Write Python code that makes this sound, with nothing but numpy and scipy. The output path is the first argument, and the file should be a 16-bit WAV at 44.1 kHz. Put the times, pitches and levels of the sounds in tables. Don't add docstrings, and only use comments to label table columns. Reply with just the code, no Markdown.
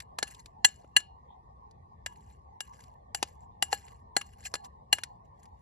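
import sys
import numpy as np
from scipy import signal
from scipy.fft import rfft, irfft, next_fast_len
from scipy.io import wavfile
from scipy.ndimage import uniform_filter1d, map_coordinates

SR = 44100
rng = np.random.default_rng(int(sys.argv[2]) if len(sys.argv) > 2 else 0)


def unload_wav(signal):
    wavfile.write(
        sys.argv[1],
        SR,
        np.round(np.clip(np.atleast_2d(signal).T, -1, 1) * 32767).astype(np.int16),
    )


def to_linear_factor(level_db):
    exponent = np.asarray(level_db, float) / 20
    return 10 ** exponent


N = 247401


def unit(x):
    return x / np.sqrt(np.mean(x ** 2) + 1e-20)


def along(points, hz, axis=1):
    columns = np.transpose(points)
    return np.interp(np.log(hz + 1), np.log(columns[0] + 1), columns[axis])


def curves(rows):
    s, *columns = np.transpose(rows)
    return [np.interp(np.arange(N) / SR, s, column) for column in columns]


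def wobble(rate):
    knots = rng.standard_normal(int(N * rate / SR) + 4)
    return map_coordinates(knots, [np.arange(N) * rate / SR])


def filtered(x, response):
    n = x.shape[-1]
    padded = next_fast_len(n + 8192)
    spectrum = rfft(x, padded) * response(np.fft.rfftfreq(padded, 1 / SR))
    return irfft(spectrum, padded)[..., :n]


def patches(patchy_db, channels, size=1024):
    z = signal.stft(rng.standard_normal((channels, N)), nperseg=size)[2]
    field = rng.standard_normal(z.shape[1:])
    field = uniform_filter1d(field, size=5, axis=0)
    field = uniform_filter1d(field, size=4, axis=1)
    return signal.istft(z * to_linear_factor(patchy_db * unit(field)), nperseg=size)[1][:, :N]


# (time [s], level before a shared boost [dB], 0.8 kHz [dB], 1.8 kHz [dB], 4.5 kHz [dB])
CONTACTS = [(0.0034, -43.5, -39, 6, -0.5), (0.187, -30, -5.5, -4, 0), (0.2282, -31, 1, 4.5, 9.5),
            (0.3474, -48.5, -23.5, -44, -15), (0.4596, -57, -12.5, -7.5, 5.5),
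            (0.647, -13.5, -14.5, -3, -1.5), (0.6875, -43.5, -25.5, -29, -21.5),
            (0.8446, -74, 19.5, -10.5, -28), (0.9652, -13.5, -23, -9, -8.5), (1.0034, -56, -12, -4, 6),
            (1.7113, -94, -10, 2.5, 21), (2.0625, -32.5, -15, 0.5, -1), (2.6058, -33.5, -19.5, -2.5, -0.5),
            (2.8053, -65.5, -15.5, -10, 1.5), (2.8387, -65, -15, -4.5, 0.5), (3.1476, -32, -5, -6, 7.5),
            (3.2281, -22, -3.5, -12, -1.5), (3.625, -23.5, -9, -3.5, 5), (3.7288, -25.5, 6, -2.5, -3.5),
            (3.8821, -57.5, -31, -8.5, -17.5), (4.1666, -22.5, -2, 3, -0.5), (4.2138, -32, -24, -5, -16.5),
            (4.5403, -39, 2, 8, 15.5), (4.5542, -36, -5.5, -3, -0.5), (4.647, -64.5, -16.5, -2, 11.5),
            (4.9281, -15.5, -13, -13.5, -7), (4.9852, -36.5, -16.5, -2, -18), (5.036, -35, -26, 1, 1.5),
            (5.4558, -74, -12, -5, 0.5)]
TONE_POINTS = [800, 1800, 2830, 4500, 7000]
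# (time [s], looseness [dB])
HAND_GRIP = [(.23, -3.5), (.97, 0), (2.6, 2.5), (3.15, 2), (3.23, -11), (3.62, 0), (4.93, -2), (5.04, -7.5)]


def taps():
    out, t = np.zeros(N + SR), np.arange(SR // 3) / SR
    rise = (1 - np.exp(-t / 0.00067)) ** 2
    for s, db, low, mid, high in CONTACTS:
        top = -4 + 0.62 * high
        tone = list(zip(TONE_POINTS, [low, mid, 0, high, top]))
        loose_db = np.interp(s, *np.transpose(HAND_GRIP))
        sound = ring(t, s, db, tone, loose_db) + crack(t, db, tone, loose_db)
        start = max(round((s - .0012) * SR), 0)
        out[start:][:len(t)] += to_linear_factor(db + 2.5) * rise * sound
    return out[:N]


# (frequency [Hz], level [dB], t60 in the hand [s], after-ring relative to mode [dB], after-ring t60 [s])
BOWL_MODES = [(486, -11, .025, -45.5, .08), (805, 1.5, 0.026, -28.5, 0.19), (1294, -14, 0.016, -38, .08),
              (1694, 2, 0.02, -20, 0.1496), (1986, -6.5, .025, -35, .1), (2470, -22.5, 0.014, -34, .1),
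              (2720, -21, .04, -28.5, .1), (2813, -6.5, 0.0083, -30, .15), (2867, -3, 0.038, -28, 0.25),
              (3284, -12.5, 0.01, -32.5, .1), (4236, 1, 0.017, -33, 0.27),
              (5100, -14, 0.0057, -24.5, 0.067), (5910, -11.5, .03, -25, 0.13), (6530, -8.5, .025, -25, .1),
              (7135, -4.5, 0.066, -19.5, 0.054), (7257, 0.5, 0.067, -19.5, .14),
              (7660, -0.5, 0.033, -27.5, 0.097), (8550, -6.5, .02, -38, .06), (8980, -3.5, .03, -24, .15),
              (9750, -4.5, 0.032, -23, .15), (10760, -9.5, .03, -24, .12), (11200, -10.5, .025, -28, .1),
              (11590, -14.5, 0.046, -28, .1), (11770, -6, 0.0085, -26, .1)]


def ring(t, s, db, tone, loose_db):
    hz, mode_db, t60, late_db, late_t60 = np.transpose(BOWL_MODES)[:, :, None]
    chatter = 0.032 * to_linear_factor(0.95 * db)
    free = np.maximum(t - chatter, 0) / to_linear_factor(0.27 * loose_db)
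    luck = rng.standard_normal((len(hz), 3)) * [3, 1.5, .006]
    phase = 2 * np.pi * hz * (1 + luck[:, 2:]) * t + luck[:, 1:2]
    clink = to_linear_factor(-3.5 * np.minimum(t / chatter, 1) - 60 * free / t60) * np.sin(phase)
    drift = .07 * np.minimum(hz / 3500, 1) * rng.standard_normal(phase.shape)
    waver = np.cumsum(drift, axis=1)
    after = to_linear_factor(late_db + 0.37 * loose_db - 60 * t / late_t60) * np.sin(phase + waver)
    muted_db = -16.5 * (1.5 < s < 3.7) * (np.abs(hz - 4230) < 300)
    strength = to_linear_factor(mode_db + muted_db + along(tone, hz) + 0.61 * loose_db + luck[:, :1])
    return (strength * (clink + after)).sum(0)


# (frequency [Hz], relative level [dB])
CRACK_SPECTRUM = [(100, -27.5), (300, -2), (1000, -1.5), (3000, -8.5), (7500, -7), (9000, -6), (12000, -14),
                  (13500, -44.5), (16000, -68.5)]


def crack(t, db, tone, loose_db):
    white = rng.standard_normal(len(t))
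    noise = unit(filtered(white, lambda f: to_linear_factor(along(CRACK_SPECTRUM, f) + 0.66 * along(tone, f))))
    snap = noise * to_linear_factor(-2.0 - 0.29 * db - 0.31 * loose_db - 60 * t / 0.022)
    dull = filtered(noise, lambda f: 1 / (1 + (f / 7600) ** 12))
    tail = dull * to_linear_factor(-32 - 0.4 * loose_db - 60 * t / 0.18)
    hz = np.transpose(BOWL_MODES)[0]
    tone_strength = np.sqrt(np.mean(to_linear_factor(along(tone, hz)) ** 2))
    return (snap + tail) * tone_strength


# (frequency [Hz], relative level [dB])
RUB_DRIVE = [(800, -20), (1700, -8.5), (4200, -14.5), (7200, -4), (8800, -9.5), (11000, -0.5),
             (12000, -6.5)]


def singing(f):
    total = 0
    for centre, db, *_ in BOWL_MODES:
        resonance = 1j * f * 70 / (centre * centre - f * f + 1j * f * 70)
        total = total + to_linear_factor(db + along(RUB_DRIVE, centre)) * resonance
    return total


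# (start [s], length [s], level at the start [dB], fade [dB/s])
DRAG_STROKES = [(0.268, .18, -55.5, 99), (0.7, 0.18, -60, 120.5), (2.08, 0.25, -76.5, -23),
                (2.63, 0.06, -65.5, 60), (2.731, 0.14, -65, 2), (3.163, .045, -51.5, 350),
                (3.272, .17, -59, 209), (3.663, .065, -62, 200), (3.763, 0.17, -59, 45),
                (4.16, 0.021, -56.5, 92), (4.245, 0.135, -72, 20), (4.387, 0.051, -69, -300),
                (4.559, 0.16, -70.5, 139.5), (4.934, 0.016, -51.5, 17.5), (5.085, 0.11, -82, 200.5),
                (5.335, 0.11, -92, -150), (5.521, 0.077, -98.5, -250)]
# (time [s], level [dB], spread of the bell-shaped swell [s])
GRIT_BITES = [(0.021, -60, 0.0033), (0.279, -46, 0.005), (0.309, -50, 0.0047), (0.323, -54, 0.0025),
              (0.398, -55.5, 0.0052), (2.102, -63, 0.0025), (2.128, -65, 0.0067), (2.16, -62, 0.0024),
              (2.211, -70.5, .006), (2.303, -70, 0.009), (2.74, -74, 0.013), (3.215, -60, .003),
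              (3.427, -77, .015), (3.718, -44, 0.0052), (3.745, -44, 0.012), (3.891, -67, 0.0055),
              (4.27, -67, 0.0054), (4.329, -71, 0.0068), (4.461, -36, 0.0087), (4.652, -53, 0.0075),
              (5.254, -70.5, .006), (5.399, -73.5, 0.0073), (5.434, -59, 0.0032)]
# (frequency [Hz], relative level [dB])
DRAG_HISS = [(1000, -26.5), (1700, -3.5), (2900, -7), (3630, -12.5), (4200, -9), (6100, -7.5), (7400, -8),
             (7900, -29), (12000, -27.5), (13000, -53.5)]


def scrape():
    t = np.arange(N) / SR
    landing, lifting = 2497, 252
    motion = np.zeros(N)
    for s, length, db, fade in DRAG_STROKES:
        before = np.maximum(s - t, 0)
        after = np.maximum(t - s - length, 0)
        motion += to_linear_factor(db - fade * np.clip(t - s, 0, length) - landing * before - lifting * after)
    for s, db, spread in GRIT_BITES:
        motion += to_linear_factor(db) * np.exp(-.5 * ((t - s) / spread) ** 2)
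    uneven = patches(4, channels=1, size=256)[0]
    grit = uneven * to_linear_factor(1.4 * wobble(43) + 4.5 * wobble(380))
    colour = lambda f: to_linear_factor(along(DRAG_HISS, f)) + to_linear_factor(12.5) * singing(f)
    grit = grit / np.std(filtered(grit, colour))
    return filtered(motion * grit, colour)


# (frequency [Hz], left over right [dB], phase by which left leads [radians])
PORT_DIFFERENCE = [(295, 0, 0.9), (810, 7, 0.1), (1770, 2, 1.76), (2140, 4.5, -0.4), (2800, 6, 1.49),
                   (4219, 2.5, 1.4), (4840, 10, 1), (5900, 0, -1), (7150, 5.5, -2), (7730, -1.5, -2.5),
                   (8250, 0, -2.5), (9590, -0.5, -4), (11400, 0.5, -5), (12600, -0.5, -4)]


def ports(x):
    def half(f):
        phase = along(PORT_DIFFERENCE, f, axis=2)
        return to_linear_factor(along(PORT_DIFFERENCE, f) / 2) * np.exp(.5j * phase)
    return filtered(x, lambda f: np.array([half(f), 1 / half(f)]))


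# (frequency [Hz], time to fall 60 dB [s])
SURFACE_DECAY = [(300, .06), (3000, 0.04), (12000, 0.027)]


def nearby(x):
    hz, t, z = signal.stft(rng.standard_normal((2, SR // 4)), SR, nperseg=256)
    decay = to_linear_factor(-60 * t / along(SURFACE_DECAY, hz)[:, None])
    tail = signal.istft(z * decay, SR, nperseg=256)[1]
    delayed = np.pad(x, (130, 0))[None]
    return signal.fftconvolve(delayed, tail / np.linalg.norm(tail[0]), axes=1)[:, :N]


# (time [s], level [dB], spread in time [s], centre [Hz], spread in frequency [Hz])
FAR_CHIRR = (1.318, -74, .018, 3450, 400)


def chirr():
    s, db, spread, hz, band_hz = FAR_CHIRR
    white = rng.standard_normal((2, N))
    narrow = unit(filtered(white, lambda f: np.exp(-((f - hz) / band_hz) ** 2)))
    return to_linear_factor(db) * np.exp(-.5 * ((np.arange(N) / SR - s) / spread) ** 2) * narrow


# (frequency [Hz], correlation from -1 to 1)
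LIKENESS = [(60, 0.95), (130, .87), (280, 0.74), (590, -.7), (1280, -0.78), (2700, .2), (12000, -0.9)]


def rush(spectrum, patchy_db):
    def mid_side(hz):
        turn = np.arccos(np.clip(along(LIKENESS, hz), -1, 1)) / 2
        return to_linear_factor(along(spectrum, hz)) * [np.cos(turn), np.sin(turn)]
    mid, side = filtered(patches(patchy_db, channels=2), mid_side)
    return unit(np.array([mid + side, mid - side]))


# (time [s], rumble before wavering [dB], drone before wavering and a boost [dB])
TRAFFIC_LEVELS = [(0.0, -57.5, -62.5), (0.4, -57.5, -68), (0.9, -58, -65), (2.2, -57.5, -65.5),
                  (3.0, -58, -64.5), (4.8, -57, -64.5), (5.61, -58.5, -64.5)]
# (frequency [Hz], relative level [dB])
RUMBLE_SPECTRUM = [(12, -55.5), (20, -27.5), (27, -23), (44, -7), (65, 2.5), (235, -14.5), (296, -23.5),
                   (443, -16), (500, -26), (650, -54), (1100, -120)]
# (frequency [Hz], relative level [dB])
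DRONE_SPECTRUM = [(290, -38.5), (500, -10.5), (620, -10.5), (800, 0), (1130, -2.48), (1260, -27),
                  (1500, -60)]
# (frequency [Hz], relative level [dB])
FAR_HISS_SPECTRUM = [(1200, -40), (1400, -9.5), (1650, -17), (1800, 3.5), (2250, -10), (2860, -19.5),
                     (4100, -15.5), (7400, -24), (11000, -24), (13000, -35)]


def traffic():
    rumble_db, drone_db = curves(TRAFFIC_LEVELS)
    left_right_db = [[.8], [-.8]]
    rumble_level = to_linear_factor(rumble_db + 0.54 * wobble(1.9) + left_right_db)
    rumble = rumble_level * rush(RUMBLE_SPECTRUM, patchy_db=1.5)
    drone = to_linear_factor(drone_db + 8.0 + .8 * wobble(8)) * rush(DRONE_SPECTRUM, patchy_db=4.5)
    far_hiss = to_linear_factor(-80.5) * rush(FAR_HISS_SPECTRUM, patchy_db=4.5)
    return rumble + drone + far_hiss


def scene():
    bowl = taps() + scrape()
    return ports(bowl) + to_linear_factor(-23.5) * nearby(bowl) + chirr() + traffic()


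def top_cut(x):
    return signal.sosfilt(signal.butter(12, 13240, fs=SR, output="sos"), x)


def record(dry):
    bent = dry / (1 + np.abs(dry / .85) ** 4) ** (1 / 4)
    finished = filtered(bent, lambda hz: 1 / (1 + (hz / 12100) ** 32))
    return top_cut(finished)


dry = scene()
out = record(dry)
unload_wav(out)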